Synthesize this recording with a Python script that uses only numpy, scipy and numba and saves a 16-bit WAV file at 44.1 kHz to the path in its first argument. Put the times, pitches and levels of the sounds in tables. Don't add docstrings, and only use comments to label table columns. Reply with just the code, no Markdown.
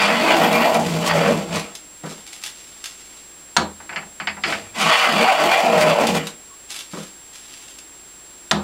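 import sys
import numpy as np
from scipy import signal
from scipy.fft import rfft, irfft, next_fast_len
from scipy.io import wavfile
from scipy.ndimage import uniform_filter1d, map_coordinates
from numba import njit

SR = 44100
rng = np.random.default_rng(int(sys.argv[2]) if len(sys.argv) > 2 else 0)


def digitize_waveform(pressure):
    field = np.atleast_2d(pressure).T
    bounded = np.clip(field, -1, 1)
    quanta = np.round(bounded * 32767).astype(np.int16)
    wavfile.write(sys.argv[1], SR, quanta)


N = 380583
TIME_S = np.arange(N) / SR

# (frequency [Hz], level [dB], t60 [s])
PLANE_MODES = [(1110, -18, .14), (1144, -6, .14), (1285, -1, 0.11), (1680, -36, 0.096), (1677, -6, 0.26),
               (1860, -2.5, 0.22), (1933, 8.5, 0.059), (2056, 1.5, 0.19), (2223, 0, 0.052),
               (2390, 3.5, 0.033), (2400, -10, 0.071), (2743, -3.5, 0.084), (3000, 6.5, 0.081),
               (3370, 7.5, 0.057), (3779, -19, .13), (4340, 4, 0.097), (4600, -8, 0.19), (5070, -27, 0.11)]
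# (frequency [Hz], level [dB], t60 [s])
LEG_MODES = [(443, -6.5, 0.058), (476, 5.5, 0.04), (554.4, -7.5, 0.19), (617.3, -2, 0.23), (679, -9, 0.18),
             (771, -1.5, 0.31), (842, -0.5, 0.29), (883, -12, 0.056), (971, 1, 0.22), (1340, 2, .14),
             (1376, 10.5, 0.081), (4160, -6, .16)]
# (frequency [Hz], level [dB], t60 [s])
BENCH_MODES = [(80.6, -10, 0.49), (162, -0.5, 0.22), (204, 2, 0.36), (228.8, 2, 0.16), (277, -3, 0.15),
               (312.4, -13, 0.39), (358, -5, 0.28)]
# (frequency [Hz], level [dB])
RASP_SPECTRUM = [(60, -76), (300, -63), (800, -8), (1050, 0), (1500, -2), (2000, -1.5), (2600, 0.5),
                 (3300, -6), (4000, -14.5), (4700, -7), (5400, -23), (9000, -41)]
# (frequency [Hz], level [dB])
CHATTER_SPECTRUM = [(100, -77), (330, -10.5), (460, -6), (620, 2.5), (1000, -4), (1400, -17.5), (4000, -42)]
def plane_strokes():
    boom_db, chatter_db, rasp_db, hiss_db, fizz_db = stroke_levels_db()
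    chatter_hz = chatter_pitch_hz()
    grip_db = wobble(28) + 1.42 * wobble(170)
    cut = fractures(rate_hz=5000, scatter_db=3) * amp(grip_db)
    wood = through_modes(cut, BENCH_MODES + LEG_MODES, width_hz=4.2, lift=2.06)
    steel = through_modes(cut, PLANE_MODES, width_hz=11.4, lift=1)
    focus_db = np.clip(2.3 * (chatter_db + 15), -6, 3.5)
    chatter = gliding_ring(coloured(wood, CHATTER_SPECTRUM), chatter_hz, width_hz=45, focus_db=focus_db)
    rasp = coloured(edge_catching(steel, depth_db=2.5), RASP_SPECTRUM)
    hiss = shaving_hiss(grip_db, hiss_db, fizz_db)
    blade = amp(chatter_db - 2) * chatter + amp(rasp_db - 0.7) * rasp + hiss
    lows = filtered(blade, lambda hz: 1 / (1 + (hz / 500) ** 16))
    blade -= (1 - amp(-0.7 * skid_loss_db())) * lows
    cutting = bench_sway(cut) + leg_boom(wood, boom_db) + blade
    low_cut = signal.butter(3, 65, "high", fs=SR, output="sos")
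    return signal.sosfilt(low_cut, cutting)


# (start [s], end [s], release t60 [s], boom [dB], hiss [dB])
STROKES = [(-0.05, 1.351, 0.57, -23.5, -32.5), (4.722, 6.174, 0.36, -26, -32.5)]
# (time [s], rasp level [dB])
BITE_CURVES = [
    [(0.0, -13), (0.082, -16.5), (0.126, -20.5), (0.348, -18), (0.36, -24), (0.65, -20), (0.71, -33),
     (0.758, -24.5), (0.804, -37.5), (1.01, -33), (1.108, -14.5), (1.142, -27), (1.262, -20.5), (1.35, -32)],
    [(4.79, -23), (4.918, -13), (5.168, -21), (5.324, -17.5), (5.338, -23.5), (5.546, -18), (5.596, -24),
     (5.9, -23), (5.912, -20.5), (5.998, -30), (6.088, -26.5), (6.126, -38), (6.166, -24.5), (6.19, -26.5)],
]
# (time [s], chatter level [dB])
PUSH_CURVES = [
    [(0.0, -23.5), (0.108, -18), (0.176, -23.5), (0.308, -17), (0.62, -20.5), (0.676, -11.5), (0.74, -20),
     (0.762, -13), (0.852, -29.5), (0.912, -31), (1.308, -13), (1.35, -25)],
    [(4.79, -30.5), (4.922, -18), (4.952, -24), (5.164, -21.5), (5.308, -14.5), (5.37, -19.5),
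     (5.636, -17.5), (5.65, -15.5), (5.978, -16), (6.146, -26), (6.162, -17), (6.19, -29)],
]
# (time [s], hiss change [dB], rasp change [dB])
TEARS = [(.75, -0.5, 3.5), (1.075, 7.5, -6), (5.32, -2, -2), (5.817, 10, 4.5), (5.92, -2, 3), (6.16, 6, 1)]
# (time [s], half length [s], hiss change [dB], fizz change [dB])
FLARES = [(.05, 0.032, 5.5, -1), (0.553, 0.19, -2, 8), (4.886, 0.15, 5.5, 0), (5.467, 0.034, 1, 5)]
# (start [s], end [s], level [dB], boom trim [dB])
SHOVES = [(1.47, 1.552, -25.5, -3), (4.411, 4.514, -25.5, -7.5)]
# (boom [dB], chatter [dB], rasp [dB], hiss [dB], fizz [dB])
SHOVE_MIX_DB = (-0.5, -5, -2.5, -6.5, -27)
ENTRY_S, TEAR_HALF_S = 0.064, 0.017
def stroke_levels_db():
    tear_hiss_db = sum(db * swell(s, TEAR_HALF_S) for s, db, _ in TEARS)
    tear_rasp_db = sum(db * swell(s, TEAR_HALF_S) for s, _, db in TEARS)
    lull_db = sum(3 * swell(s + 0.047, 0.022) for s, *_ in TEARS)
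    flare_hiss_db = sum(db * swell(s, half_s) for s, half_s, db, _ in FLARES)
    flare_fizz_db = sum(db * swell(s, half_s) for s, half_s, _, db in FLARES)
    gains = np.zeros((5, N))
    for (start_s, end_s, t60_s, boom_db, hiss_db), bite, push in zip(STROKES, BITE_CURVES, PUSH_CURVES):
        bite_db = curve(bite)
        shaving_db = hiss_db + 0.11 * (bite_db + 25) + tear_hiss_db - lull_db
        levels_db = [boom_db + 4 * slowing(start_s, end_s) - skid_loss_db(),
                     curve(push),
                     bite_db + tear_rasp_db,
                     shaving_db + flare_hiss_db,
                     shaving_db - 15 + flare_fizz_db]
        gains += held(start_s, end_s, ENTRY_S, t60_s) * amp(levels_db)
    for start_s, end_s, db, boom_trim_db in SHOVES:
        mix_db = db + np.array(SHOVE_MIX_DB) + [boom_trim_db, 0, 0, 0, 0]
        gains += held(start_s, end_s, ENTRY_S, t60_s=0.44) * amp(mix_db)[:, None]
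    return 20 * np.log10(gains + 1e-6)


def slowing(start_s, end_s):
    return np.clip((TIME_S - start_s) / (end_s - start_s), 0, 1) ** 6.05


# (time [s], half length [s], boom loss [dB])
SKIDS = [(0.0, 0.13, 5.5), (0.17, .03, 1), (0.692, 0.062, 8), (1.1, 0.046, 4), (4.78, 0.068, 7.5),
         (5, 0.087, 17.5), (5.333, 0.08, 15), (5.563, 0.065, 15), (5.972, 0.032, 11)]
def skid_loss_db():
    return sum(db * swell(s, half_s) for s, half_s, db in SKIDS)


def chatter_pitch_hz(base_hz=668, sag_hz=190, skid_hz_per_db=2.8, wander_hz=35.3):
    sag = sum(slowing(start_s, end_s) * held(start_s, end_s, ENTRY_S, t60_s=0.77)
              for start_s, end_s, *_ in STROKES)
    return base_hz - sag_hz * sag + skid_hz_per_db * skid_loss_db() + wander_hz * wobble(14)


def edge_catching(x, depth_db):
    bins = signal.stft(x, nperseg=512)[2]
    flicker = uniform_filter1d(rng.standard_normal(bins.shape), size=3, axis=0)
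    flicker = uniform_filter1d(flicker, size=11, axis=1)
    return signal.istft(bins * amp(depth_db * unit(flicker)), nperseg=512)[1][:N]


# (frequency [Hz], level [dB])
BOOM_SPECTRUM = [(35, -32), (70, -3), (115, -19), (138, -20), (160, 3), (200, -2.5), (340, 2), (520, -9.5),
                 (900, -51), (3000, -71)]
# (time [s], frequency [Hz])
BOOM_PITCH_CURVES = [
    [(.18, 205), (.26, 306), (.38, 323), (.43, 204), (.56, 205), (.67, 267), (.87, 167), (1.19, 168),
     (1.31, 214), (1.4, 167)],
    [(4.52, 330), (4.86, 172), (5.1, 254), (5.19, 175), (5.46, 337), (5.58, 343), (5.68, 210), (5.9, 165),
     (6.02, 226), (6.13, 182.5)],
]
def leg_boom(wood, level_db):
    hz = curve(np.vstack(BOOM_PITCH_CURVES))
    ring = gliding_ring(coloured(wood, BOOM_SPECTRUM), hz, width_hz=32.5, focus_db=0.64 * (level_db + 31))
    return amp(level_db - 1.05) * ring


# (frequency [Hz], level [dB])
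HISS_SPECTRUM = [(300, -13), (1500, -12), (2500, 8), (5000, 2.5), (6500, 1.5), (8600, -1.5), (9800, -6),
                 (11500, -12), (14000, -49)]
# (frequency [Hz], level [dB])
FIZZ_SPECTRUM = [(8000, -13), (11500, -4), (13300, 8), (15500, -3)]
def shaving_hiss(grip_db, hiss_db, fizz_db):
    curl = fractures(rate_hz=7000, scatter_db=4.5) * amp(1.2 * grip_db + 0.75 * wobble(60))
    return amp(hiss_db) * coloured(curl, HISS_SPECTRUM) + amp(fizz_db) * coloured(curl, FIZZ_SPECTRUM)


# (frequency [Hz], level [dB])
SWAY_SPECTRUM = [(45, -17), (75, -11), (105, 4), (150, -23), (400, -60)]
# (time [s], half length [s], level [dB])
SWAYS = [(0.85, .12, -47), (1.2, 0.15, -43), (1.558, .06, -40), (4.62, 0.17, -51), (6.12, 0.043, -47)]
def bench_sway(cut):
    return sum(amp(db) * swell(s, half_s) for s, half_s, db in SWAYS) * coloured(cut, SWAY_SPECTRUM)


# (time [s], frequency [Hz], level [dB], half length [s])
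SQUEAKS = [(4.478, 5010, -36.5, 0.026), (4.94, 1852, -26, 0.038), (5.542, 2390, -23.5, 0.042),
           (6.52, 1110, -49, 0.014)]
def sole_squeaks():
    out = np.zeros(N)
    for s, hz, db, half_s in SQUEAKS:
        envelope = np.exp(-0.5 * ((TIME_S - s) / half_s) ** 2)
        out += envelope * tone(hz, db, TIME_S, phase_rad=0.81 * wobble(130))
    return out


# (time [s], level [dB], relative thud [dB])
LANDINGS = [(3.566, -1.5, -12), (8.5117, -1, -6.5)]
# (time [s], level [dB])
ROCKS = [(3.802, -28), (3.893, -18), (3.927, -18.5), (3.960, -11), (4.025, -26.5), (4.200, -13),
         (4.272, -8.5), (4.368, -22), (4.437, -6.5), (4.524, -9)]
def plane_knocks(heel_delay_s=0.004):
    out = np.zeros(N)
    for s, db, thud_db in LANDINGS:
        add(out, s, contact(db, crack_db=-4, thud_db=thud_db, leg_db=-12, plane_db=-37))
        add(out, s + heel_delay_s, contact(db + 1.8, crack_db=-4, thud_db=-8.5, leg_db=-23, plane_db=-36))
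    for s, db in ROCKS:
        wood_db = -17.5 - 0.5 * db
        add(out, s, contact(db, crack_db=-5, thud_db=wood_db - 4, leg_db=wood_db - 9, plane_db=-7.5))
    return out


# (frequency [Hz], level [dB])
CRACK_SPECTRUM = [(100, -30), (400, -29), (800, -14), (1500, 5), (2500, -1), (3700, 4.5), (5200, -4.5),
                  (7300, -3), (10000, -10), (15000, -18)]
# (frequency [Hz], t60 [s])
CRACK_DECAY = [(300, 0.13), (1000, 0.068), (3000, 0.023), (8000, 0.025), (15000, .018)]
# (frequency [Hz], level [dB])
CLACK_SPECTRUM = [(200, -37), (700, -15), (1200, -5.5), (2000, 0), (2700, 1), (3600, -22), (4900, 0.5),
                  (5600, -14), (12000, -40)]
# (frequency [Hz], level [dB])
KNOCK_SPECTRUM = [(100, -41), (400, -32), (650, 6), (900, 9), (1500, -5), (2400, -16), (4400, -9),
                  (5400, -39), (12000, -52)]
# (frequency [Hz], level [dB])
THUMP_SPECTRUM = [(50, -37), (110, -36), (160, 2), (280, -8.5), (550, -7), (700, -15), (1200, -13.5),
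                  (2500, -27), (8000, -53)]
def contact(db, crack_db, thud_db, leg_db, plane_db):
    t = np.arange(SR // 2) / SR
    crack = amp(crack_db) * dying(noise(CRACK_SPECTRUM, len(t)), CRACK_DECAY)
    plane = ringing(PLANE_MODES, t) + amp(0.5) * burst(CLACK_SPECTRUM, t, t60_s=0.13)
    leg = ringing(LEG_MODES, t) + amp(1.5) * burst(KNOCK_SPECTRUM, t, t60_s=0.22)
    ring = (amp(plane_db) * plane + amp(leg_db) * leg) * rise(t, 0.0014)
    cutoff_hz = min(1650 + 7500 * amp(1.7 * db), 0.45 * SR)
    strike = signal.lfilter(*signal.butter(2, cutoff_hz, fs=SR), crack + ring)
    clutter = amp(-5) * burst(THUMP_SPECTRUM, t, t60_s=0.26)
    thud = amp(thud_db) * (ringing(BENCH_MODES, t) + clutter) * rise(t, 0.035)
    return amp(db) * (strike + thud)


# (time [s], level [dB])
BUMPS = [(2.036, -16), (2.055, -18.5), (2.109, -24), (2.175, -31), (6.932, -19), (6.968, -19.5), (7.0, -26),
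         (7.04, -32)]
def return_bumps():
    out, t = np.zeros(N), np.arange(SR // 3) / SR
    for s, db in BUMPS:
        bump = burst(THUMP_SPECTRUM, t, t60_s=0.22) + amp(-6.5) * ringing(BENCH_MODES, t)
        add(out, s, amp(db - 9) * bump * rise(t, 0.002))
    return signal.lfilter(*signal.butter(2, 120, "high", fs=SR), out)


# (start [s], end [s], level [dB])
RUSTLES = [(2.028, 2.055, -42), (2.08, 2.127, -41.5), (2.262, 2.276, -41), (2.326, 2.338, -40),
           (2.412, 2.456, -37.5), (2.543, 3.2, -52), (2.835, 2.832, -45), (6.687, 6.764, -33.5),
           (6.908, 6.925, -39.5), (6.968, 6.99, -39.5), (7.325, 7.705, -45)]
# (time [s], level [dB])
SNAPS = [(0.366, -9.5), (0.5271, -9.5), (0.742, -8), (0.796, -13), (1.0742, -9), (1.5565, -9), (1.595, -12),
         (1.7515, -13.5), (2.4365, -10), (2.4617, -12.5), (2.84, -11), (2.8564, -11.5), (5.1236, -9),
         (5.324, -12), (5.776, -10), (5.826, -12), (6.0689, -3), (6.269, -8.5), (6.721, -20), (6.7614, -14),
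         (6.789, -15), (7.7853, -20)]
# (frequency [Hz], level [dB])
SHAVING_SPECTRUM = [(60, -50), (200, -35), (700, -7.5), (1500, -3.5), (3000, 3), (5000, 0.5), (8000, -3),
                    (11000, -7.5), (15000, -22)]
def shavings():
    handling = sum(amp(db) * held(start_s, end_s, attack_s=0.0054, t60_s=0.41)
                   for start_s, end_s, db in RUSTLES)
    crinkle_db = 2.5 * wobble(70) + 1.2 * wobble(31)
    out = handling * amp(crinkle_db) * coloured(fractures(rate_hz=1100, scatter_db=4.5), SHAVING_SPECTRUM)
    t = np.arange(SR // 10) / SR
    for s, db in SNAPS:
        add(out, s, amp(db - 6) * rise(t, 0.0015) * burst(SHAVING_SPECTRUM, t, t60_s=0.028))
    return out


def bench_hum(x, hz, width_hz, db):
    return amp(db) * signal.lfilter(*signal.iirpeak(hz, hz / width_hz, SR), x)


# (frequency [Hz], t60 [s])
ROOM_DECAY = [(100, 0.41), (300, 0.21), (1000, 0.17), (4000, 0.2), (8000, 0.16), (15000, 0.18)]
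def workshop(x, wet_db):
    t = np.arange(SR // 2) / SR
    tail = dying(rng.standard_normal(len(t)), ROOM_DECAY) * rise(t, 0.0031)
    tail = signal.lfilter(*signal.butter(2, 380, "high", fs=SR), tail)
    echo = signal.fftconvolve(x, tail / np.linalg.norm(tail))[:N]
    return (x + amp(wet_db) * echo) / np.hypot(1, amp(wet_db))


# (frequency [Hz], level [dB])
ROOM_SPECTRUM = [(25, -10), (50, -10), (120, -6.5), (220, -5), (350, -1), (480, -6.5), (1000, -7.5),
                 (3000, -9), (7000, -12.5), (10000, -14), (13000, -50)]
# (frequency [Hz], level [dB])
CAMERA_SPECTRUM = [(3000, -23), (6500, -16), (8500, -2.5), (10500, 4.5), (11300, -2.5), (12300, -6),
                   (15800, -10)]
# (frequency [Hz], level [dB])
WHINE_TONES = [(7570, -44.5), (15140, -62.5)]
def background(frame_hz=30, mains_hz=49.5):
    frame_time_s = (TIME_S - 0.0115) % (1 / frame_hz)
    whine = sum(tone(hz, db, frame_time_s) for hz, db in WHINE_TONES)
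    whine = filtered(whine, lambda hz: hz > 5000)
    floor = amp(-48) * noise(ROOM_SPECTRUM, N) + amp(-56) * noise(CAMERA_SPECTRUM, N)
    return floor + whine + tone(mains_hz, -64, TIME_S)


def limiter(x, ceiling_db, recovery_db_per_s):
    over_db = np.maximum(20 * np.log10(np.abs(x) + 1e-9) - ceiling_db, 0)
    ramp_db = recovery_db_per_s * TIME_S
    reduction_db = np.maximum.accumulate(over_db + ramp_db) - ramp_db
    return x * amp(-uniform_filter1d(reduction_db, size=16))


def fractures(rate_hz, scatter_db):
    clicks = (rng.random(N) < rate_hz / SR) * rng.choice([-1, 1], N)
    return unit(clicks * amp(scatter_db * np.clip(rng.standard_normal(N), -2.5, 2.5)))


def through_modes(x, modes, width_hz, lift):
    peaks = lambda f: sum(amp(db) / (1 + ((f - hz) / width_hz) ** 2) for hz, db, _ in modes)
    return filtered(x, lambda f: 1 + lift * peaks(f))


def gliding_ring(drive, hz, width_hz, focus_db):
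    ring = unit(resonator(drive, 2 * np.pi * hz / SR, 2 * np.pi * width_hz / SR))
    swing = np.abs(signal.hilbert(ring, next_fast_len(N))[:N])
    ring = unit(ring / np.hypot(swing, 0.9))
    return (amp(focus_db) * ring + drive) / np.hypot(1, amp(focus_db))


@njit
def resonator(x, rad_per_sample, damping):
    y, low, band = np.zeros(len(x)), 0., 0.
    for i in range(len(x)):
        low += rad_per_sample[i] * band
        band += rad_per_sample[i] * (x[i] - low) - damping * band
        y[i] = band
    return y


def ringing(modes, t):
    hz, db, t60_s = np.transpose(modes)[:, :, None]
    size = amp(db + 2 * rng.standard_normal(hz.shape)) * rng.choice([-1, 1], hz.shape)
    return np.sum(size * amp(-60 * t / t60_s) * np.sin(2 * np.pi * hz * t), 0) / np.linalg.norm(size)


def dying(x, decay):
    hz, t, bins = signal.stft(x, SR, nperseg=128)
    fade = amp(-60 * t / along(decay, hz)[:, None])
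    return signal.istft(bins * fade, SR, nperseg=128)[1][:len(x)]


def burst(spectrum, t, t60_s):
    return amp(-60 * t / t60_s) * noise(spectrum, len(t))


def noise(spectrum, samples):
    return coloured(rng.standard_normal(samples), spectrum)


def tone(hz, rms_db, t, phase_rad=0):
    return amp(rms_db) * np.sqrt(2) * np.sin(2 * np.pi * hz * t + phase_rad)


def coloured(x, spectrum):
    return unit(filtered(x, lambda hz: amp(along(spectrum, hz))))


def filtered(x, response):
    size = next_fast_len(len(x) + 8192)
    return irfft(rfft(x, size) * response(np.fft.rfftfreq(size, 1 / SR)), size)[:len(x)]


def along(points, hz):
    knots_hz, values = np.transpose(points)
    return np.interp(np.log(hz + 1), np.log(knots_hz + 1), values)


def curve(points):
    return np.interp(TIME_S, *np.transpose(points))


def held(start_s, end_s, attack_s, t60_s):
    attack = np.clip((TIME_S - start_s) / attack_s, 0, 1) ** 2
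    return attack * amp(-60 * np.maximum(TIME_S - end_s, 0) / t60_s)


def rise(t, tau_s):
    return 1 - np.exp(-t / tau_s)


def swell(centre_s, half_s):
    return np.exp(-((TIME_S - centre_s) / half_s) ** 4)


def wobble(knots_per_s):
    knots = rng.standard_normal(int(N * knots_per_s / SR) + 4)
    return map_coordinates(knots, [TIME_S * knots_per_s])


def add(track, start_s, sound):
    part = track[round(start_s * SR):][:len(sound)]
    part += sound[:len(part)]


def amp(db):
    return 10 ** (np.asarray(db) / 20)


def unit(x):
    return x / np.sqrt(np.mean(x ** 2) + 1e-20)


def scene():
    cutting = plane_strokes()
    knocks = plane_knocks() + return_bumps()
    hum = bench_hum(cutting + knocks, hz=307.5, width_hz=1, db=-2)
    work = workshop(cutting + sole_squeaks(), wet_db=-8)
    work += workshop(knocks, wet_db=-7.5)
    work += workshop(shavings(), wet_db=-3)
    return (work + hum + background())[None]


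def record(dry):
    limited = limiter(dry[0], ceiling_db=-1.5, recovery_db_per_s=69)
    return filtered(limited, lambda hz: hz < 15900)[None]


dry = scene()
out = record(dry)
digitize_waveform(out)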